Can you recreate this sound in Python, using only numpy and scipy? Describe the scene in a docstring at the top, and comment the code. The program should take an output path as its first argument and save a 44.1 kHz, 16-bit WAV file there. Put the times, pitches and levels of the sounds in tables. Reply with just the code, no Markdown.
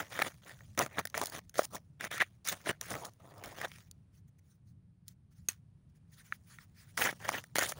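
"""Digging with a hand trowel at night

A hand trowel scrapes and digs close by, outdoors, in quick strokes through soil full of shards.
Sliding noise and cracks excite soil, steel blade and grit; a gloved hand sweeps with smooth swelling noise.
A dropped shard clinks as decaying modes and scatters grit; filtered noise makes far rumble and faint air.
"""
import sys
import numpy as np
from scipy import signal
from scipy.fft import rfft, irfft, next_fast_len
from scipy.io import wavfile
from scipy.ndimage import uniform_filter1d, map_coordinates

SR = 44100
rng = np.random.default_rng(int(sys.argv[2]) if len(sys.argv) > 2 else 0)


def log_audio(samples):
    """Write samples as a 16-bit WAV file to the path given in sys.argv[1]."""
    # one column per channel
    frames = np.atleast_2d(samples).T
    # limit to full scale, then quantise
    limited = np.clip(frames, -1, 1)
    pcm = np.round(limited * 32767).astype(np.int16)
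    wavfile.write(sys.argv[1], SR, pcm)


N = 343539
SIZE = next_fast_len(N + 8192)  # transform length, padded so that filter tails do not wrap
HZ = np.fft.rfftfreq(SIZE, 1 / SR)

# stones and shards cracking on the blade:
# (t/s, relative level/dB, thud over it/dB, sparkle over it/dB)
CRACK_EVENTS = [(0.1907, -25.5, 3, -7), (0.1986, -22.5, -1.5, -13), (0.213, -30.5, -6, -7.5),
                (0.2176, -15, -7.5, -21), (0.2209, -11, -10.5, -13), (0.494, -36, -8, -10),
                (0.5897, -49, -31, -10), (0.6062, -44.5, -4, -14), (0.749, -55, -20, -1),
                (0.776, -24, -7.5, -8), (0.7907, -21, -15, 4), (0.8132, -28.5, 8, -15),
                (0.8616, -31.5, 6, -2.5), (0.9839, -21, 0.5, -27.5), (0.9902, -27.0, 7, -2),
                (0.9956, -32.5, 11.5, -3.5), (1.053, -28.5, -7, 1.5), (1.0717, -34.5, -15, 2),
                (1.0994, -60, -18.0, 15.5), (1.1429, -21, -19, -28), (1.149, -28, -16, -32),
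                (1.177, -29, 2, 4), (1.2141, -32.5, 7.5, 6), (1.2331, -39, -21, 7),
                (1.2379, -40.5, -9, 11.5), (1.2481, -51, -11, 12.5), (1.2575, -44.5, -4.0, 19.5),
                (1.2696, -46, -4, 19), (1.2981, -57.5, -4, 22), (1.4946, -60.0, -7, 19.5),
                (1.542, -48.5, -15, 4), (1.583, -35, 11.5, 3.5), (1.5919, -22, 10, -5.5),
                (1.618, -37, 5, -6), (1.7649, -39, -11, -0.5), (2.0085, -25, -15, -11),
                (2.0487, -29.5, -6, -1), (2.1134, -31, 0, -4.5), (2.1789, -33, -21, 0),
                (2.204, -22, -18, -24), (2.2106, -16, -11, -23), (2.222, -21.5, 4, -12),
                (2.4738, -32, -29, 7), (2.4865, -28.5, -18.0, 10.5), (2.5221, -33.5, -19, 2),
                (2.8119, -34, -21, 7), (2.9049, -45.5, -6, 15), (2.9394, -31, 3, -28),
                (3.052, -49.5, -4, 19), (3.135, -74, -10, 20), (3.38, -62, -10, 16), (3.438, -31, -14, -8),
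                (3.615, -35, -15, -3.5), (3.6511, -35.5, 7.5, -7), (3.9123, -68.5, -11, 28),
                (5.081, -59, -17, 22.5), (5.0868, -65, -16, 21), (6.323, -23.5, -36, -25),
                (6.5856, -38.5, -39, -19), (6.976, -23, -23, -6.5), (7.1268, -44.5, 13.5, -11),
                (7.29, -20.5, 4, -2.5), (7.3182, -39, 7, -27.5), (7.411, -59, -12, 6),
                (7.439, -37, -13.5, -3.5), (7.5563, -21, -2.5, -2), (7.565, -25.5, -15, 0.5),
                (7.584, -15, -7, -3), (7.591, -20, -7, 1), (7.7203, -28.5, -4, -3)]
# landing and bounces of a dropped shard: (t/s, relative level/dB)
SHARD_LANDINGS = [(5.4863, -17.5), (5.5007, -36.5), (5.5188, -44)]
# spectrum of fine grit: (f/Hz, relative level per Hz/dB)
GRIT_SPECTRUM = [(1000, -46.5), (2800, -7.5), (4000, -2), (5000, -0.5), (6600, 3), (8200, -7.5),
                 (11000, -2), (17000, -4.5)]
# spectrum of low rumble, far away or in the ground: (f/Hz, relative level per Hz/dB)
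RUMBLE_SPECTRUM = [(12, -62.5), (20, -39), (52, -11.5), (102, 0), (173, -4.5), (252, -19.5), (400, -34),
                   (520, -60), (880, -120)]


def trowel():
    """Forced vibration: scraping and cracks shake three bodies, packed soil, blade and fine grit."""
    # packed soil: (f/Hz, relative level per Hz/dB)
    soil_spectrum = [(60, -41), (120, -12), (250, -6), (450, -5.5), (630, -0.5), (900, -4.5), (1300, -4.5),
                     (3000, -50), (17000, -73)]
    scrape, push, grit = strokes()
    level_db, thud_db, sparkle_db = np.transpose(CRACK_EVENTS)[1:]

    # the shared force makes the three bodies crunch partly together
    shared = crunch(grain_db=3.5, per_second=270, spread_db=3, slip=0.7)
    clods = unit(shared + 0.76 * crunch(grain_db=1.5, per_second=110, spread_db=4, slip=0.68))
    sand = unit(shared + 1.3 * crunch(grain_db=3, per_second=400, spread_db=4, slip=0.61))

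    thuds = bursts(level_db + thud_db - 1, 0.008, ring=0.078, low_hz=395, high_hz=916, ring_t60=0.017)
    knocks = bursts(level_db + 0.5, 0.0054, ring=0.12, low_hz=1290, high_hz=2176, ring_t60=0.015)
    sparks = bursts(level_db + sparkle_db, 0.0091, ring=0.083, low_hz=3110, high_hz=14840, ring_t60=0.031)

    soil = filtered(push * patchy(clods, 3) + thuds, unit(causal(soil_spectrum)))
    blade = filtered(scrape * patchy(shared, 4) + knocks, unit(steel()))
    fine = grit * (patchy(sand, 3.5) + 0.17 * chips(0.0078, count=10)) + sparks
    # the ground gives way under the push, smoothed over 20 ms
    low_noise = unit(filtered(rng.standard_normal(N), causal(RUMBLE_SPECTRUM)))
    heave = amp(-13) * low_noise * uniform_filter1d(push, size=900)
    return heave + soil + blade + filtered(fine, unit(causal(GRIT_SPECTRUM)))


def strokes():
    """Amplitude envelopes: gains of scrape, soil push and grit, with settling soil and crumbs."""
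    # scrape level through a turning moment: (start t/s, time to turn/s, time from turn to end/s,
    # relative scrape level/dB at start, at turn, at end, soil push over scrape/dB, grit over scrape/dB)
    stroke_events = [(0.0, 0.034, 0.04, -38, -58, -66.5, -1.5, -6.5),
                     (0.103, 0.02, 0.105, -60.5, -44.5, -47, -6, -8),
                     (0.23, 0.046, 0.011, -49.5, -38, -48, 0, -9),
                     (0.419, 0.073, 0.079, -73.5, -50, -79, -5, -8.5),
                     (0.777, 0.054, 0.05, -44, -41, -71, 4, -3),
                     (0.891, 0.096, 0.002, -67.5, -50.5, -48, 0, -11.5),
                     (0.971, 0.023, 0.022, -52, -35, -54, 0, -11.5),
                     (1.145, 0.022, 0.072, -43, -43, -46, -0.5, -5.5),
                     (1.246, 0.034, 0.041, -71, -59.5, -76, 3, 5),
                     (1.322, 0.037, 0.033, -52.5, -46, -52, 4, 0),
                     (1.541, 0.048, 0.041, -62, -46, -52, -2.5, 2),
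                     (1.633, 0.01, 0.011, -51.5, -55.5, -51, 5, 13),
                     (1.703, 0.052, 0.034, -75, -48.5, -82.5, 7.5, 4.5),
                     (1.997, 0.052, 0.03, -56.5, -39.5, -48, -5.5, -9),
                     (2.107, 0.035, 0.056, -44, -38.5, -50, -12, -8),
                     (2.199, 0.028, 0.02, -30, -36, -72, -19, -15.5),
                     (2.447, 0.053, 0.0049, -49.5, -36.5, -41.5, -10, -2),
                     (2.504, 0.027, 0.014, -49, -40.5, -52, -2, -2),
                     (2.549, 0.021, 0.079, -59, -63.5, -71, -0.5, -1),
                     (2.639, 0.049, 0.025, -60, -32.5, -34.5, -3.5, -8),
                     (2.81, 0.063, 0.03, -58.5, -54, -52.5, -5.5, 0),
                     (2.901, 0.0104, 0.135, -59.5, -47.5, -63, 9.5, 2),
                     (3.047, 0.005, 0.046, -59, -58, -77, 9, 6),
                     (3.2, 0.17, 0.062, -76.5, -71, -66, 13, -4),
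                     (3.438, 0.081, 0.04, -49, -63, -62, 1.5, -4),
                     (3.562, 0.089, 0.0089, -53, -45.5, -51, -0.5, -7.5),
                     (3.655, 0.15, 0.083, -66, -66, -90, -8.5, -1.5),
                     (6.973, 0.083, 0.058, -37.5, -33, -46.5, -4, -3.5),
                     (7.201, 0.085, 0.0188, -62, -44, -45.5, -0.5, -7),
                     (7.31, 0.039, 0.057, -48.5, -43, -54.5, 0, -6),
                     (7.554, 0.062, 0.0044, -37.5, -42, -39.5, -7, -0.5),
                     (7.621, 0.011, 0.093, -37.5, -37.5, -51, -3, 0),
                     (7.754, 0.037, 0.008, -72, -63, -60, 10, -0.5)]
    # crumbs trickling in the hole, one curve for each spell of digging: (t/s, relative level/dB)
    crumb_curves = [
        [(0.0, -68.5), (0.3, -62), (0.42, -78), (0.6, -70.5), (0.77, -78), (1.02, -71), (1.14, -75), (1.4, -88),
         (1.55, -81.5), (1.96, -93), (2.26, -75.5), (2.44, -96), (2.6, -76), (2.75, -89), (3.1, -83),
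         (3.2, -83), (3.8, -79), (4.05, -99)],
        [(6.08, -90), (6.3, -76), (6.45, -82.5), (6.69, -84), (6.95, -74), (7.12, -65), (7.22, -71),
         (7.41, -70), (7.54, -82), (7.79, -66)],
    ]
    # relative level of the crumbs on blade, soil and grit: (level/dB, level/dB, level/dB)
    crumb_colour = [-6, -5.5, 0]
    slump_db, slump_t60 = -21.5, 0.15  # input gain in dB and decay in s of soil settling after a stroke
    edge = round(0.005 * SR)  # samples over which a stroke bites and lets go

    t, gains = np.arange(N) / SR, np.zeros((3, N))
    for start, to_turn, to_end, start_db, turn_db, end_db, push_db, grit_db in stroke_events:
        during = slice(round(start * SR), round((start + to_turn + to_end) * SR))
        knots = [0, to_turn, to_turn + to_end]
        scrape = amp(np.interp(t[during] - start, knots, [start_db, turn_db, end_db]))
        gains[:, during] += scrape * amp([[0], [push_db], [grit_db]])

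    keep = amp(-60 / (slump_t60 * SR))  # one-pole decay per sample
    slump = amp(slump_db) * signal.lfilter([1 - keep], [1, -keep], gains, axis=1)
    crumbs = sum(amp(np.interp(t, *np.transpose(rows), left=-200, right=-200)) for rows in crumb_curves)
    return uniform_filter1d(gains, size=edge, axis=1) + slump + crumbs * amp(crumb_colour)[:, None]


def crunch(grain_db, per_second, spread_db, slip):
    """Stick-slip friction: clumpy sliding noise with slips of single grains on top."""
    clumps_db = 3.5 * wobble(60)
    slide = amp(clumps_db + grain_db * wobble(350)) * rng.standard_normal(N)
    strengths = amp(spread_db * np.minimum(rng.exponential(1, N), 4)) * rng.standard_normal(N)
    slips = (rng.random(N) < per_second / SR) * strengths
    return unit(unit(slide) + slip * unit(slips))


def bursts(level_db, t60, ring, low_hz, high_hz, ring_t60):
    """Impact excitation: each crack is a dying noise burst with two brief tones of the struck piece."""
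    out, t = np.zeros(N + SR), np.arange(1800) / SR
    onset = 1 - np.exp(-t / 0.0003)
    for row, db in zip(CRACK_EVENTS, level_db):
        pitches = rng.uniform(low_hz, high_hz, (2, 1))
        tones = np.sin(2 * np.pi * pitches * t).sum(axis=0) * amp(-60 * t / ring_t60)
        crack = amp(-60 * t / t60) * rng.standard_normal(len(t))
        out[round(row[0] * SR):][:len(t)] += amp(db) * onset * (crack + ring * tones)
    return out[:N]


def steel():
    """Modal superposition: damped blade resonances, above which soft soil passes little."""
    # soil-damped steel: (f/Hz, width/Hz, relative level/dB)
    blade_modes = [(1360, 480, -2.5), (1890, 310, 2.5), (2264, 293, 0.5), (3440, 1000, -6)]
    modes = 0
    for k, (centre, width, db) in enumerate(blade_modes):
        resonance = 1j * HZ * width / (centre ** 2 - HZ ** 2 + 1j * HZ * width)
        modes = modes + (-1) ** k * amp(db) * resonance  # neighbours in opposite phase
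    return modes / (1 + 1j * HZ / 3000) ** 2


def chips(t60, count):
    """Impulse response: small shards in the soil, ticked at random, each ring at their own pitch."""
    t, out = np.arange(1500) / SR, np.zeros(N)
    for hz in np.geomspace(1500, 12000, count):
        # 12 ticks a second on average
        ticks = (rng.random(N) < 12 / SR) * amp(4 * np.minimum(rng.exponential(1, N), 3))
        out += signal.oaconvolve(ticks, amp(-60 * t / t60) * np.sin(2 * np.pi * hz * t))[:N]
    return unit(out)


def patchy(x, depth_db):
    """Time-varying spectrum: the noise's colour shifts in random patches of time and pitch."""
    bins = signal.stft(x, nperseg=256)[2]
    across_pitch = uniform_filter1d(rng.standard_normal(bins.shape), size=5, axis=0)
    field = uniform_filter1d(across_pitch, size=9, axis=1)
    return unit(signal.istft(bins * amp(depth_db * unit(field)), nperseg=256)[1][:N])


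def glove():
    """Amplitude-modulated noise: a gloved hand picks about and sweeps loose soil softly."""
    # sweeps in the hole: (middle t/s, length t/s, relative rustle level/dB)
    sweeps = [(4.167, 0.11, -73.5), (4.286, 0.033, -77), (4.391, 0.024, -73.5), (4.5, 0.2, -78.5),
              (4.691, 0.1, -80), (5.101, 0.099, -71), (5.326, 0.053, -75.5), (5.379, 0.085, -75),
              (5.45, 0.18, -79), (5.902, 0.04, -87), (5.965, 0.052, -75), (6.138, 0.073, -69.5),
              (6.196, 0.087, -61.5), (6.268, 0.094, -65.5), (6.34, 0.088, -63.5), (6.525, 0.16, -62.5),
              (6.619, 0.091, -62.5), (6.807, 0.16, -65), (6.899, 0.07, -65.5)]
    # a firm sweep has equal swish and rustle gains; the swish falls off faster in lighter ones
    firm_db, swish_grows = -57, 1.4
    swells = np.zeros((2, N))
    for middle, length, db in sweeps:
        swell = np.hanning(round(length * SR))
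        swish_db = firm_db + swish_grows * (db - firm_db)
        start = round((middle - length / 2) * SR)
        swells[:, start:][:, :len(swell)] += swell * amp([[swish_db], [db]])
    swish = filtered(patchy(rng.standard_normal(N), 2.5), unit(steel()))
    rustle = filtered(patchy(rng.standard_normal(N), 4), unit(causal(GRIT_SPECTRUM)))
    return amp(1.2 * wobble(65)) * (swells[0] * swish + swells[1] * rustle)


def shard():
    """Modal decay: each landing rings the shard's modes at new strengths, with a short knock."""
    # modes of the shard: (f/Hz, mean relative level/dB, t60/s)
    shard_modes = [(2604, -10.5, 0.037), (4270, -6, 0.02), (6450, 4.5, 0.017), (8280, -7, 0.026),
                   (10200, -9.5, 0.0092), (11730, 1.5, 0.021), (13750, -3, .008)]
    out, t = np.zeros(N + SR), np.arange(SR // 10) / SR
    onset = 1 - np.exp(-t / 0.0004)
    for s, db in SHARD_LANDINGS:
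        ring = np.zeros(len(t))
        for hz, mode_db, t60 in shard_modes:
            ring += amp(mode_db + rng.normal(0, 1.5) - 60 * t / t60) * np.sin(2 * np.pi * hz * t)
        knock = 1.5 * amp(-60 * t / 0.006) * uniform_filter1d(rng.standard_normal(len(t)), size=3)
        out[round(s * SR):][:len(t)] += amp(db - 6) * (ring + knock) * onset
    return out[:N]


def scatter():
    """Exponentially decaying noise: the first landing throws up grit that patters down."""
    scatter_db, scatter_t60 = -29, 0.13  # dB relative to the landing's table level, decay in s
    s, db = SHARD_LANDINGS[0]
    since = np.arange(N) / SR - s
    decay = (since >= 0) * amp(db + scatter_db - 60 * np.abs(since) / scatter_t60)
    patter = decay * crunch(grain_db=3.5, per_second=480, spread_db=3, slip=0.6)
    return filtered(patter, unit(causal(GRIT_SPECTRUM)) + amp(-3) * unit(steel()))


def night():
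    """Spectrally shaped noise: a lumpy far rumble over a faint hiss of open air."""
    # distant rumble before the microphone: (t/s, level/dB)
    far_levels = [(0.0, -60), (2.5, -62), (4.21, -60.5), (4.5, -67.5), (4.73, -60), (6.75, -60.5),
                  (7.79, -58)]
    # night air: (f/Hz, relative level per Hz/dB)
    air_spectrum = [(200, -1), (330, -2), (780, -10.5), (2000, -17.5), (4000, -22.5), (7000, -28),
                    (9500, -27), (12000, -30), (17000, -44.5)]
    lumps = amp(2.2 * wobble(17) + 0.98 * wobble(3))
    rumble = unit(lumps * filtered(rng.standard_normal(N), causal(RUMBLE_SPECTRUM)))
    far_db = np.interp(np.arange(N) / SR, *np.transpose(far_levels))
    air = unit(filtered(rng.standard_normal(N), causal(air_spectrum)))
    return amp(far_db) * rumble + amp(-80 + 1.5 * wobble(0.98)) * air


def amp(db):
    """Logarithmic level: decibels to amplitude gain."""
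    return 10 ** (np.asarray(db) / 20)


def unit(x):
    """Root-mean-square normalisation: x scaled to rms 1."""
    return x / np.sqrt(np.mean(np.abs(x) ** 2) + 1e-20)


def wobble(rate):
    """Spline interpolation: a smooth random curve with rate knots a second."""
    knots = rng.standard_normal(int(N * rate / SR) + 4)
    return map_coordinates(knots, [np.arange(N) * rate / SR])


def causal(points):
    """Minimum phase by a folded cepstrum: response through (f/Hz, level/dB) on a log axis."""
    f, db = np.transpose(points)
    cepstrum = irfft(np.log(amp(np.interp(np.log(HZ + 1), np.log(f), db))), SIZE)
    cepstrum[1:SIZE // 2] *= 2
    cepstrum[SIZE // 2 + 1:] = 0
    return np.exp(rfft(cepstrum))


def filtered(x, response):
    """Convolution theorem: x through a frequency response."""
    return irfft(rfft(x, SIZE) * response, SIZE)[:N]


def scene():
    """Superposition: digging, glove and shard in the hole, night behind."""
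    return (trowel() + glove() + shard() + scatter() + night())[None]


def record(dry):
    """Linear filtering: the microphone port colours the treble, and a band limit ends it."""
    # microphone port: (f/Hz, level/dB)
    port_response = [(8000, 0.5), (9300, 7.5), (11200, -3.5), (12800, -9.5), (14000, -7), (15000, 6.5),
                     (15700, 8), (16200, -21.5), (17000, -26)]
    top_hz = 16900
    coloured = filtered(dry[0], causal(port_response))
    return filtered(coloured, HZ < top_hz)[None]


dry = scene()
out = record(dry)
log_audio(out)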